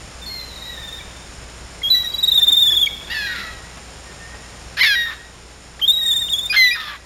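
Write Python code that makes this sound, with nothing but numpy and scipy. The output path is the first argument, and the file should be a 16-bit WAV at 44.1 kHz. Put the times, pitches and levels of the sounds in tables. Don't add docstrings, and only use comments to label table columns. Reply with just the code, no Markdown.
import sys
import numpy as np
from scipy import signal
from scipy.fft import rfft, irfft
from scipy.io import wavfile

SR = 44100
rng = np.random.default_rng(int(sys.argv[2]) if len(sys.argv) > 2 else 0)


def log_audio(samples):
    frames = np.atleast_2d(samples).T
    limited = np.clip(frames, -1, 1)
    pcm = np.round(limited * 32767).astype(np.int16)
    wavfile.write(sys.argv[1], SR, pcm)


N = 311077

# (time of lowest pitch [s], lowest pitch [Hz],
# upward swing [Hz], level [dB], dip at the top of the swing [dB], fall louder than rise by [dB])
WARBLES = [
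    [(0.585, 3715, 219.3, -35, 18, 0), (.636, 3716, 178, -30, 7, 8), (.69, 3850, 30, -30, 7, 0),
     (.745, 3690, 59.6, -34.5, 12, 6), (0.785, 3585, 157, -34, 8, 6), (0.84, 3570, 141.4, -31, 12, 0),
     (.89, 3543, 223, -30, 15, 5), (.942, 3610, 110, -30.5, 7.5, 6), (1.006, 3330, 310, -44, 1, 23)],
    [(2.059, 3790, 102, -20.5, 4.5, -1.5), (2.11, 3837, 91, -27, 51, 4), (2.148, 3894, 125, -16.5, 46, 8),
     (2.193, 3830, 149, -16, 50, 2), (2.24, 3757, 274, -6.5, 47, 0), (2.286, 3747, 327, -8, 31, 2),
     (2.33, 3560, 117, -9, 6, 15.5), (2.357, 3794, 4.4, -11, 13, -11), (2.384, 3544, 137.6, -6, 28, 3),
     (2.432, 3558, 227, -5, 36, -3), (2.485, 3562, 240, -5, 22, 0), (2.535, 3544, 190, -6.5, 11.5, 5),
     (2.585, 3555, 193, -7, 7, 6), (2.637, 3520, 86, -7.5, 8, 7.5), (2.686, 3405, 142, -8.5, 11, 3.5),
     (2.737, 3338, 310, -11, 3, 5.5), (2.786, 3325, 250, -12, 2.5, 6.5), (2.834, 3286, 57, -10, 20, -0.5)],
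    [(5.957, 3760, 85, -14, 4.5, -1), (6.026, 3705, 93, -15.5, 7, -0.5), (6.073, 3650, 111, -13.5, 1.5, 1),
     (6.125, 3480, 270, -12.5, 9.5, 2.5), (6.176, 3570, 213, -14, 10, 5), (6.237, 3580, 85, -17.5, 7, 6),
     (6.289, 3637, 67, -21.5, -1.5, -3), (6.347, 3327, 290, -15, 12, 9), (6.4, 3450, 220, -17.5, 10, 10.5),
     (6.449, 3560, 88, -19.5, 5, -2)],
    [(6.57, 3240, 170, -20, 7, -4), (6.611, 3210, 372, -26, 9, 2), (6.659, 3206, 480, -25, 0, 6),
     (6.712, 3310, 60.5, -33, 30, 4)],
]
LINGER, EARLY = 0.17, 0.17
NOTCH_DB, NOTCH_SCALE_DB = 4.5, 10


def warbled_whistles():
    return [whistle(throbs(rows)) for rows in WARBLES]


def throbs(rows):
    s, low_hz, swing_hz, db, dip_db, lean_db = np.transpose(rows)
    high_hz = low_hz + swing_hz
    before, after = np.append(.05, np.diff(s)), np.append(np.diff(s), .045)
    tops = s + .53 * after
    turns = np.append(s[0] - .025, np.ravel([s, tops], "F"))
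    turn_hz = np.append(high_hz[0], np.ravel([low_hz, high_hz], "F"))

    quarters = np.ravel([s - 0.21 * before, s, s + 0.24 * after, tops], "F")
    fall_loss = LINGER * np.roll(dip_db, shift=1) - lean_db / 2
    bottom_loss = NOTCH_DB * np.clip(1.5 - dip_db / NOTCH_SCALE_DB, 0, 1)
    rise_loss = EARLY * dip_db + lean_db / 2
    levels = db - np.array([fall_loss, bottom_loss, rise_loss, dip_db])

    t = np.arange(turns[0], turns[-1], .001)
    return np.transpose([t, swing(t, turns, turn_hz), swing(t, quarters, np.ravel(levels, "F"))])


# (start [s], length [s], pitch [Hz], pitch before the release [Hz], level [dB],
# fade over the note [dB], upward flick as it dies [share of pitch])
NOTES = [(0.218, 0.086, 3600, 3540, -33, 12, 0.02), (0.259, 0.2, 4346, 4070, -28.5, 3, 0.018),
         (0.392, .03, 3640, 3570, -41, -1, 0.035), (0.449, .115, 4120, 3860, -44, -7, 0.032),
         (1.832, 0.071, 3250, 3293, -18.5, -1.5, 0.069), (1.902, 0.13, 3973, 3892, -6, 13, 0.01),
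         (2.857, 0.011, 3260, 3220, -15, -3.5, -0.007), (4.06, 0.07, 1860, 1810, -46.5, -2, .03),
         (4.195, 0.085, 1830, 1810, -42.5, 1, 0.038), (4.28, 0.087, 1830, 1880, -45, -4, -0.0095),
         (4.39, 0.1, 1915, 1890, -48.5, 4, -.02), (5.816, 0.055, 3143, 3173, -14.5, -2.5, 0.11),
         (5.877, 0.052, 3646, 3597, -7.5, -1, 0.09), (6.474, 0.033, 3740, 3700, -33, -1, -0.13)]
SCOOP = 0.024


def steady_notes():
    return [whistle(note(*row, SCOOP)) for row in NOTES]


# (start [s], pitch [Hz], level [dB])
CHIRPS = [(2.122, 4600, -31), (2.16, 4681, -30), (2.208, 4670, -32), (2.258, 4510, -31.5)]
CHIRP_S = 0.015


def chirps():
    return [whistle(note(s, CHIRP_S, hz, hz, db, 0)) for s, hz, db in CHIRPS]


# (start [s], length [s], pitch [Hz], end pitch [Hz], level [dB], fade [dB],
# second harmonic against the tone [dB], arch of the pitch midway [Hz])
YELPS = [(1.001, 0.025, 2360, 2270, -35, 6, -19.5, 0), (1.817, 0.012, 2080, 2240, -28.5, 6, -23, 0),
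         (2.869, 0.014, 2267, 2205, -12.5, 6, -20, 0), (6.497, 0.047, 2470, 2544, -18.5, 1, -8, -74),
         (6.66, 0.016, 2580, 2570, -25, 0, -25, 0), (6.709, 0.031, 2378, 2400, -16.5, 4, -11.5, -1),
         (6.721, .052, 2394, 2260, -23.5, 5, -7.5, 220)]


def yelps():
    return [yelp(*row) for row in YELPS]


def yelp(s, length, hz, end_hz, db, fade_db, second_db, arch_hz):
    at, pitch, level = np.transpose(note(s, length, hz, end_hz, db, fade_db))
    t = np.linspace(s, s + length, num=16)
    arch = arch_hz * np.sin(np.pi * (t - s) / length)
    path = np.transpose([t, np.interp(t, at, pitch) + arch, np.interp(t, at, level)])
    return whistle(path, second_db)


# (start [s], end [s], level against the whistle [dB])
HALVING = [(0.292, 0.638, -17.5), (0.65, 0.997, -10), (1.94, 2.018, -22), (2.018, 2.072, -12.5),
           (2.287, 2.297, -25), (2.338, 2.359, -24.5), (2.4, 2.421, -8), (2.6, 2.633, -34),
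           (2.655, 2.678, -23.5), (2.701, 2.728, -18.5), (2.746, 2.758, -23), (5.98, 6, -21.5),
           (6.01, 6.078, -21), (6.081, 6.118, -24), (6.131, 6.168, -21.5), (6.202, 6.232, -21.5),
           (6.308, 6.338, -28.5)]
# (time [s], half width, to 1/e [s], downward slip [share of pitch],
# loss of level [dB])
CATCHES = [(2.54, 0.0037, 0.0026, 6), (2.757, 0.0016, 0, 11), (2.824, .002, 0.0031, 10),
           (5.821, 0.0019, 0.081, 4.5), (5.859, 0.0014, 0.042, 14), (6.2875, .0045, 0.21, 0),
           (6.311, .002, 0.026, 10), (6.332, 0.0015, 0, 11), (6.39, .0018, 0.022, 7), (6.662, 0.006, 0, 12)]


def whistle(rows, second_db=None):
    start, t, hz, gain = trace(rows)
    _, _, _, own_db, upper_db, _ = call_colour(t[0])
    for s, width, slip, loss_db in CATCHES:
        catch = np.exp(-((t - s) / width) ** 2)
        hz = hz * (1 - slip * catch)
        gain = gain * undb(-loss_db * catch)
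    phase = 2 * np.pi * np.cumsum(hz * (1 + 0.0031 * wobble(len(t), 92.0))) / SR
    second = undb((second_db or own_db) + 3.95 * wobble(len(t), 33.6))
    tone = np.sin(phase) + second * np.sin(2 * phase)

    half = sum(undb(db) * np.clip(np.minimum(t - a, b - t) / 0.008, 0, 1) for a, b, db in HALVING)
    half_lines = np.sin(phase / 2) + undb(upper_db) * np.sin(3 * phase / 2)
    tone += half * undb(3.5 * wobble(len(t), 35.)) * half_lines
    flutter = undb(.8 * wobble(len(t), 70.))
    return start, np.sqrt(2) * gain * flutter * tone


HARSH, ROUGH, HOARSE, HUSKY, CLEAR = .9, .65, .4, .12, .03
# (start [s], end [s], pulse rate at start [Hz],
# pulse rate at end [Hz], level at start [dB], level at end [dB], swell midway [dB],
# odd harmonics against even [dB], brightness [dB per octave], rasp [share])
SQUAWKS = [(3.073, 3.101, 792, 880, -38, -36, 0.5, 12, -11, HARSH),
           (3.1, 3.136, 888, 993, -27.5, -22.5, -0.5, 8.5, -2.5, HOARSE),
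           (3.139, 3.166, 901, 882, -33, -28, 7, 6, -1.5, HOARSE),
           (3.167, 3.276, 879, 799.6, -21, -26, -2.5, 0.5, -0.5, HUSKY),
           (3.266, 3.341, 957, 936, -26.5, -31, 0, -2, -2.5, HUSKY),
           (3.351, 3.419, 950, 919, -31, -34, -3, -1, -1.5, HARSH),
           (4.77, 4.807, 782, 1012, -28.5, -13, 2, 6, -0.5, HARSH),
           (4.81, 4.821, 1016, 1037, -8.5, -9, 0, -2, 0, CLEAR),
           (4.822, 4.834, 1048, 1192, -8.5, -15, -3, -12, 1.5, HUSKY),
           (4.831, 4.856, 1000, 903, -14, -15, 1, 0, 2.5, ROUGH),
           (4.858, 4.884, 907, 867, -13.5, -13, -0.5, 3, 3, HOARSE),
           (4.885, 4.954, 860, 783, -14.5, -18.5, 2, -1.5, 2.5, HUSKY),
           (4.954, 5.06, 957.5, 930, -16, -23, -0.5, -10, -1, CLEAR),
           (5.063, 5.108, 924, 903, -21.5, -25, -4.5, -11, -4.5, HUSKY),
           (5.106, 5.145, 904, 872, -28, -40, -8, 4, -6.5, ROUGH),
           (5.794, 5.81, 840, 1305, -34.5, -40, 1, 4, -4.5, HUSKY),
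           (6.527, 6.561, 781, 872, -23, -15, 2, 0, 0, ROUGH),
           (6.564, 6.755, 1057, 941, -10.5, -33.5, 5, -23.5, 4, CLEAR),
           (6.745, 6.803, 945, 902.2, -26, -28.5, -2.5, -6, 2, HOARSE),
           (6.801, 6.902, 914, 856, -28, -31, -2, 1.5, 4, ROUGH),
           (6.901, 6.977, 852, 820, -32, -42, -0.5, 3, -2, HARSH)]


def squawks():
    return [squawk(section(*part), odd, tilt, rough) for *part, odd, tilt, rough in SQUAWKS]


# (start [s], length [s], pulse rate [Hz], end pulse rate [Hz],
# level [dB], fade [dB], odd harmonics against even [dB], brightness [dB per octave], rasp [share])
GROWLS = [(3.273, 0.16, 774.5, 658.6, -33.5, -1.5, -5, -2.5, HOARSE),
          (3.422, 0.08, 660.5, 643, -36, -2.5, -2.5, -6.5, HUSKY),
          (4.828, 0.044, 1168, 1080, -14.5, -3.5, -32, -1, HOARSE),
          (5.055, 0.099, 690, 594, -38.5, -6.5, -2, -6, HARSH),
          (6.558, 0.054, 866, 837, -27, 1, 4, 2, HARSH), (6.753, 0.024, 850, 780, -26.5, 1, -4, -8, HARSH),
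          (6.766, .21, 650, 570.4, -35, 1, -12, -10.5, ROUGH)]


def growls():
    return [squawk(note(*part), odd, tilt, rough) for *part, odd, tilt, rough in GROWLS]


# (frequency [Hz], level [dB])
THROAT = [(500, -18.5), (900, -28), (1300, 4), (1900, 3), (2600, -8.5), (3600, 2.5), (4300, -10),
          (5200, -15.5), (6300, -27), (7800, -62)]
PATCHY_DB = 2.5


def squawk(rows, odd_db, tilt_db, rough):
    start, t, hz, gain = trace(rows)
    phase = 2 * np.pi * np.cumsum(hz * (1 + .05 * rough * wobble(len(t), 300.))) / SR
    at_hz, at_db = np.transpose(THROAT)
    log_resonances = np.log(at_hz * call_colour(t[0])[-1])
    voice, power = 0, 0
    for k in range(1, 10):
        throat_db = np.interp(np.log(k * hz), log_resonances, at_db)
        weight = undb(throat_db + odd_db * (k % 2) + tilt_db * np.log2(k))
        smear_hz = (150 + 400 * rough) * min(1, (k + 1) / 5)
        rasp = (wobble(len(t), smear_hz) + 1j * wobble(len(t), smear_hz)) / np.sqrt(2)
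        share = rough * min(1, (k + 1) / 4)
        smear = np.sqrt(1 - share ** 2) + share * rasp
        voice += weight * np.imag(smear * np.exp(1j * (k * phase + k * k)))
        power += weight ** 2 / 2
    grain = undb(2.6 * rough * np.tanh(wobble(len(t), 380.)))
    grain *= undb(PATCHY_DB * rough * np.tanh(wobble(len(t), 25.6)))
    return start, gain * grain * voice / np.sqrt(power)


ATTACK_S, ATTACK_DB, RELEASE_S, RELEASE_DB = 0.0062, 7.5, 0.0254, 14.5


def note(s, length, hz, end_hz, db, fade_db, flick=0, scoop=0):
    attack, release = min(ATTACK_S, length / 2.0), min(RELEASE_S, length / 2.2)
    return [(s, hz * (1 + scoop), db - ATTACK_DB),
            (s + attack, hz, db),
            (s + length - release, end_hz, db - fade_db),
            (s + length, end_hz * (1 + flick), db - fade_db - RELEASE_DB)]


DYING = 2.3
GLIDING = .9


def section(start, end, hz, end_hz, db, end_db, swell_db):
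    part = np.linspace(0, 1, num=16)
    bend = part ** (DYING if end_db < db else 1)
    level_db = db + (end_db - db) * bend + swell_db * np.sin(np.pi * part)
    return np.transpose([start + part * (end - start), hz + part ** GLIDING * (end_hz - hz), level_db])


def trace(rows):
    edge_s = .0025
    s, hz, db = np.transpose(rows)
    start = int((s[0] - edge_s) * SR)
    t = np.arange(start, int((s[-1] + edge_s) * SR)) / SR
    to_edge = np.minimum(t - t[0], t[-1] - t)
    ends = np.sin(np.pi / 2 * np.clip(to_edge / (2 * edge_s), 0, 1))
    return start, t, np.interp(t, s, hz), undb(np.interp(t, s, db)) * ends


# (from time [s], echo [dB], far trees against shore [dB],
# second harmonic of the whistle [dB], line at three halves against line at half [dB],
# stretch of the throat's resonances [factor])
CALL_COLOURS = [(0, -6.5, -7, -25, -25, 1.), (1.7, -14.5, -9, -27, -4, 1.),
                (3.0, -4, -14.5, -43, -33, 1.11), (4.7, -14.5, -22, -32, -20, 1.042),
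                (5.7, -21.5, -13, -30.5, -13, 1.04), (5.929, -20, -17, -20, -13, 1.),
                (6.5, -19.5, -16, -22.5, -14, 1.003)]


def call_colour(s):
    table = np.array(CALL_COLOURS)
    return table[np.searchsorted(table[1:, 0], s)].T


def gulls():
    calls = warbled_whistles() + steady_notes() + chirps() + yelps() + squawks() + growls()
    dry = np.zeros(N)
    for start, sound in calls:
        dry[start:start + len(sound)] += sound
    return dry + echoes(dry)


SHORE_T60_S, SHORE_RISE_S = 0.57, 0.032
TREES_S, TREES_SPREAD_S = 0.293, .014


def echoes(dry):
    t = np.arange(SR) / SR
    shore = np.exp(-np.log(1000) * t / SHORE_T60_S) * np.clip(t / SHORE_RISE_S, 0, 1)
    trees = np.exp(-((t - TREES_S) / TREES_SPREAD_S) ** 2)
    leaves = rng.standard_normal(SR) / np.sqrt(np.sum(shore ** 2))
    echo_db, trees_db = call_colour(np.arange(N) / SR)[1:3]
    wet = dry * undb(echo_db)
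    near = signal.fftconvolve(wet, leaves * shore)
    far = signal.fftconvolve(wet * undb(trees_db), leaves * trees)
    return (near + far)[:N]


# (time [s], level [dB], ring [Hz])
KNOCKS = [(2.378, -39, 694), (2.468, -41.5, 368), (2.499, -39, 284), (2.724, -37.5, 346),
          (3.007, -41.5, 649), (3.385, -36, 192.5), (3.771, -41, 654), (4.119, -44.5, 580),
          (4.342, -42, 445)]


def hull():
    out, t = np.zeros(N + SR), np.arange(SR // 10) / SR
    for s, db, hz in KNOCKS:
        ring = np.sin(2 * np.pi * hz * t) * np.exp(-t / 0.035)
        splash = 1.52 * band(rng.standard_normal(len(t)), 230, 2500) * np.exp(-t / 0.023)
        start = int(s * SR)
        out[start:start + len(t)] += undb(db) * (ring + splash)
    return out[:N]


# (time [s], level [dB])
BACKGROUND = [(0, -35.5), (3, -36), (4.75, -36), (4.85, -39), (5.7, -39.5), (6.5, -37), (6.62, -41.5),
              (7.05, -42)]


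def background():
    t = np.arange(N) / SR
    return undb(np.interp(t, *np.transpose(BACKGROUND))) * (hiss() + hum())


# (frequency [Hz], level [dB])
HISS = [(15, -71), (25, -8), (60, -16.5), (110, -7.5), (240, -16.5), (500, -15.5), (1000, -18),
        (2300, -20.5), (4400, -23), (8000, -23.5)]


def hiss():
    hz = np.fft.rfftfreq(N, 1 / SR) + 1
    at_hz, at_db = np.transpose(HISS)
    white = rng.standard_normal(N) * undb(0.25 * wobble(N, 15.0))
    soft = irfft(rfft(white) * undb(np.interp(np.log(hz), np.log(at_hz), at_db)), N)
    return soft / np.std(soft)


# (frequency [Hz], level over the background [dB])
HUM = [(60, -4.5), (120, -30), (180, -18), (240, -23)]


def hum():
    turn = 2 * np.pi * np.cumsum(1 + 0.0131 * wobble(N, 6.16)) / SR
    return sum(undb(db + 3.7 * wobble(N, 32.0)) * np.sin(f * turn) for f, db in HUM)


def undb(db):
    return 10 ** (np.asarray(db) / 20)


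def band(x, lo_hz, hi_hz):
    y = signal.sosfilt(signal.butter(2, [lo_hz, hi_hz], "bandpass", fs=SR, output="sos"), x)
    return y / np.std(y)


def wobble(count, rate_hz):
    noise = rng.standard_normal(count + 4000)
    y = signal.sosfilt(signal.butter(2, rate_hz, fs=SR, output="sos"), noise)[4000:]
    return y / np.std(y)


def swing(t, turns, values):
    place = np.interp(t, turns, np.arange(len(turns)))
    k = place.astype(int)
    part = (1 - np.cos(np.pi * (place % 1))) / 2
    return values[k] + part * (values[k + 1] - values[k])


def scene():
    return (gulls() + hull() + background())[None]


# (frequency [Hz], half width, to 1/e [Hz], level [dB])
MICROPHONE = [(5370, 470, 6), (6200, 670, -1.5), (7086, 685, 9)]
HEADROOM = 1.1
SAMPLE_HZ, ALIAS_HZ, TOP_HZ = 16000, 7500, 15790


def record(dry):
    hz = np.fft.rfftfreq(N, 1 / SR)
    colour_db = sum(db * np.exp(-((hz - f) / w) ** 2) for f, w, db in MICROPHONE)
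    coloured = irfft(rfft(dry[0]) * undb(colour_db), N)
    rounded = HEADROOM * np.tanh(coloured / HEADROOM)
    smooth = signal.sosfilt(signal.cheby1(6, .5, ALIAS_HZ, fs=SR, output="sos"), rounded)
    samples = signal.resample_poly(smooth, SAMPLE_HZ // 100, SR // 100)
    joined = np.interp(np.arange(N) / SR, np.arange(len(samples)) / SAMPLE_HZ, samples)
    return signal.sosfilt(signal.ellip(12, .2, 80, TOP_HZ, fs=SR, output="sos"), joined)[None]


dry = scene()
out = record(dry)
log_audio(out)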